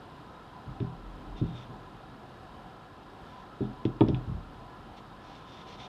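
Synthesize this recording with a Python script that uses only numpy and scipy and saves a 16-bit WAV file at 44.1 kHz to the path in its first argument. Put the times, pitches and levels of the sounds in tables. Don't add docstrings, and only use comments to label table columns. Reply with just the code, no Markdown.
import sys
import numpy as np
from scipy import signal
from scipy.fft import rfft, irfft, next_fast_len
from scipy.io import wavfile
from scipy.ndimage import map_coordinates

SR = 44100
rng = np.random.default_rng(int(sys.argv[2]) if len(sys.argv) > 2 else 0)


def put_to_file(sound):
    columns = np.atleast_2d(sound).T
    safe = np.clip(columns, -1, 1)
    whole_steps = np.round(safe * 32767)
    wavfile.write(sys.argv[1], SR, whole_steps.astype(np.int16))


N = 259289

# frequency in Hz, level in dB, t60 in seconds.
TABLE_MODES = [(41.6, -13.5, 0.88), (74.6, -15.5, 0.38), (100.4, -13.5, 0.31), (124.1, -2.5, 0.32),
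               (165, -11, 0.45), (208.7, -5.5, 0.31), (254.2, -2, 0.17), (297.4, -0.5, 0.14),
               (316.4, 0, 0.14), (356, -2.5, 0.1), (398, -5.5, 0.24), (459, -16, 0.15), (504, -15.5, 0.088),
               (614, -6, 0.14), (663, -14, 0.083), (760, -14.5, 0.12), (850, -4.5, 0.039),
               (890, -5.5, 0.08), (950, -20, 0.062), (1084, -12, 0.066), (1206, -12.5, 0.1),
               (1760, -13.5, 0.092)]
# frequency in Hz, level in dB, t60 in seconds.
PLASTIC_MODES = [(3480, -9, 0.022), (3654, 5, 0.022), (4100, -3.5, 0.018)]


def table_knocks():
    # start in seconds, level in dB, contact corner in Hz (soft is low), share of the free t60.
    blows = [(0.670, -40, 102, 0.48), (0.8026, -30, 275, 0.74), (1.4134, -27, 260, 0.68),
             (1.691, -44, 199, 0.72), (3.606, -29, 415, 0.79), (3.8529, -26, 472, 0.43),
             (4.008, -23, 1300, 0.33), (4.0135, -21, 950, 0.36), (4.0315, -30.5, 430, 0.96),
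             (4.085, -32, 620, 0.35), (4.0988, -27.5, 260, 0.31), (4.124, -34, 200, 0.5),
             (4.273, -32.5, 120, 0.9), (4.312, -33.5, 85, 0.5)]
    deep_hz, deep_db_per_octave, even_corner_hz = 190, 2.5, 380
    out = np.zeros(N)
    for start, db, corner_hz, ring_share in blows:
        deep_db = deep_db_per_octave * np.log2(even_corner_hz / corner_hz)
        modes = [(hz, level + deep_db / (1 + (hz / deep_hz) ** 4), t60 * ring_share)
                 for hz, level, t60 in TABLE_MODES]
        wood = ring(modes, scatter_db=3, phase_spread=1, attack_s=0.0019)
        thud = soften(wood, corner_hz, order=3)
        thud = low_cut(thud, 70, order=2)
        thud = in_room(thud, wet_db=-11.5, delay_s=0.00583)
        add(out, start, amp(db) * thud / np.std(thud[:SR // 20]))
    return out


def plastic_clicks():
    # start in seconds, peak of the direct sound in dB, brightness corner in Hz.
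    contacts = [(0.8026, -38.5, 4000), (3.8522, -31, 5000), (4.0078, -27.5, 3100), (4.079, -42, 4070),
                (4.0853, -34, 5470), (4.1458, -31, 3570)]
    # frequency in Hz, relative density in dB.
    crack_spectrum = [(500, -11), (1200, -4), (2000, 0), (2600, 1.5), (3100, -1.5), (3600, 10), (3900, -4),
                      (4400, -16), (5500, -7), (6500, -20.5), (9000, -37)]
    out = np.zeros(N)
    for start, db, corner_hz in contacts:
        shell = ring(PLASTIC_MODES, scatter_db=4, phase_spread=0.85, attack_s=0.00016)
        t = np.arange(len(shell)) / SR
        snap = amp(-60 * t / 0.0057) + amp(-6) * amp(-60 * t / 0.05)
        crack = snap * noise(lambda hz: amp(along(crack_spectrum, hz)))[:len(t)]
        tick = soften(crack + amp(-26) * shell, corner_hz, order=4)
        add(out, start, amp(db) * in_room(tick / np.abs(tick).max(), wet_db=-12, delay_s=0.0033))
    return out


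def sliding():
    # start in seconds, length in seconds, hiss in dB, plastic ring in dB.
    strokes = [(1.355, 0.065, -58, -58), (1.383, 0.24, -68, -65), (1.523, 0.15, -59, -60),
               (3.198, 0.28, -64, -69.5), (3.594, .1, -69, -66), (4.959, 0.047, -57, -70),
               (5.172, 0.31, -59, -69), (5.43, 0.25, -56, -61), (5.646, 0.14, -52.5, -63),
               (5.761, 0.13, -50, -53.5)]
    # frequency in Hz, relative density in dB.
    hiss_spectrum = [(400, 0), (1000, 2.5), (1600, -9), (2200, -1), (3000, 0), (3700, -2), (4200, 0.5),
                     (4800, -7.5), (5500, -6.5), (6500, -16), (8000, -25.5), (12000, -44)]
    slips = rng.standard_normal(N) * amp(1.4 * wobble(500) + 0.85 * wobble(40))
    hiss = unit(filtered(slips, lambda hz: amp(along(hiss_spectrum, hz))))
    shell = ring(PLASTIC_MODES, scatter_db=1, phase_spread=1, attack_s=0.0002)
    scrape = unit(signal.fftconvolve(slips, shell)[:N])
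    out = np.zeros(N)
    for start, length, hiss_db, ring_db in strokes:
        speed = np.zeros(N)
        add(speed, start, signal.windows.tukey(int(length * SR), 0.7))
        out += speed * (amp(hiss_db) * hiss + amp(ring_db) * scrape)
    return out


def table_rumble():
    # start in seconds, length in seconds, level in dB.
    pushes = [(0.68, 0.66, -50), (1.21, 0.22, -43.5), (4.01, 0.19, -42.5)]
    force = np.max([amp(db) * pressure(start, length) for start, length, db in pushes], axis=0)
    wood = ring(TABLE_MODES, scatter_db=-0.5, phase_spread=0.23, attack_s=0.0034)
    body = soften(wood, 75, order=1)
    tremor = rng.standard_normal(N) * amp(0.54 * wobble(23))
    rumble = unit(signal.fftconvolve(tremor, body)[:N])
    sway = amp(-3) * resonance(centre_hz=43, width_hz=5)
    return force * (rumble + sway)


def pressure(start, length):
    attack_s, release_s = 0.028, 0.045
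    shudder_db, fade_db_per_s = -9.5, 10
    t = np.arange(N) / SR - start
    after = np.maximum(t - length, 0)
    release = np.maximum(np.exp(-after / release_s), amp(shudder_db - fade_db_per_s * after))
    return np.clip(t / attack_s, 0, 1) * release


def fan():
    # frequency in Hz, relative density in dB.
    air_spectrum = [(15, -16.5), (40, -4.5), (150, -1), (300, -4), (580, -9), (900, -9.5), (1200, -13.5),
                    (1600, -16), (2200, -24.5), (3100, -21.5), (4300, -27.5), (6000, -38), (9000, -42),
                    (14000, -47.5)]
    # centre in Hz, width in Hz, level in dB, depth of the wavering in dB.
    housing_modes = [(763, 71, -59, 3), (1011, 52, -58.5, 2.5), (1310, 98, -61.5, 2), (1690, 57, -70.5, 2),
                     (3806, 49, -78, 2)]
    air = amp(-50 + 0.41 * wobble(5.23)) * noise(lambda hz: amp(along(air_spectrum, hz)))
    housing = sum(amp(db + depth_db * wobble(13)) * resonance(hz, width_hz)
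                  for hz, width_hz, db, depth_db in housing_modes)
    return air + housing


def camera_buzz():
    chirps_per_s, whine_hz = 30, 5015
    t = np.arange(N) / SR
    from_chirp_s = ((t * chirps_per_s + 0.5) % 1 - 0.5) / chirps_per_s
    pulses = np.exp(-(from_chirp_s / 0.001) ** 2)
    whine = np.sin(2 * np.pi * whine_hz * t + 0.3 * wobble(71))
    return amp(-63) * pulses * whine


def in_room(x, wet_db, delay_s):
    # frequency in Hz, the room's t60 in seconds.
    decay_times = [(60, 0.51), (200, 0.43), (1000, 0.29), (4000, 0.25), (10000, 0.18)]
    hz, t, spectra = signal.stft(rng.standard_normal(SR // 2), SR, nperseg=256)
    decay = amp(-60 * t / along(decay_times, hz)[:, None])
    tail = signal.istft(spectra * decay, SR, nperseg=256)[1]
    tail = np.pad(tail / np.linalg.norm(tail), (int(delay_s * SR), 0))
    return x + amp(wet_db) * signal.fftconvolve(x, tail)[:len(x)]


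def ring(modes, scatter_db, phase_spread, attack_s):
    hz, db, t60 = np.transpose(modes)[:, :, None]
    t = np.arange(int(0.7 * SR)) / SR
    strength, phase = rng.uniform(-1, 1, (2, len(hz), 1))
    envelopes = amp(db + scatter_db * strength - 60 * t / t60)
    waves = envelopes * np.sin(2 * np.pi * hz * t + phase_spread * phase)
    return waves.sum(axis=0) * (1 - np.exp(-t / attack_s))


def soften(x, hz, order):
    return signal.sosfilt(signal.butter(order, min(hz, SR / 2.5), fs=SR, output="sos"), x)


def low_cut(x, hz, order):
    return signal.sosfilt(signal.butter(order, hz, "highpass", fs=SR, output="sos"), x)


def resonance(centre_hz, width_hz):
    return noise(lambda hz: 1 / (1 + ((hz - centre_hz) / width_hz) ** 2))


def noise(response):
    return unit(filtered(rng.standard_normal(N), response))


def filtered(x, response):
    size = next_fast_len(N + SR // 2)
    return irfft(rfft(x, size) * response(np.fft.rfftfreq(size, 1 / SR)), size)[:N]


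def wobble(rate):
    knots = rng.standard_normal(int(N * rate / SR) + 4)
    return map_coordinates(knots, [np.arange(N) * rate / SR])


def along(points, hz):
    point_hz, values = np.transpose(points)
    return np.interp(np.log(hz + 1), np.log(point_hz), values)


def add(track, start_s, sound):
    part = track[round(start_s * SR):][:len(sound)]
    part += sound[:len(part)]


def amp(db):
    return 10 ** (np.asarray(db) / 20)


def unit(x):
    return x / np.sqrt(np.mean(x ** 2) + 1e-20)


def scene():
    return (table_knocks() + plastic_clicks() + sliding() + table_rumble() + fan() + camera_buzz())[None]


def record(dry):
    bottom_hz, top_hz = 29, 14100
    return filtered(low_cut(dry[0], bottom_hz, order=4), lambda hz: hz < top_hz)[None]


dry = scene()
out = record(dry)
put_to_file(out)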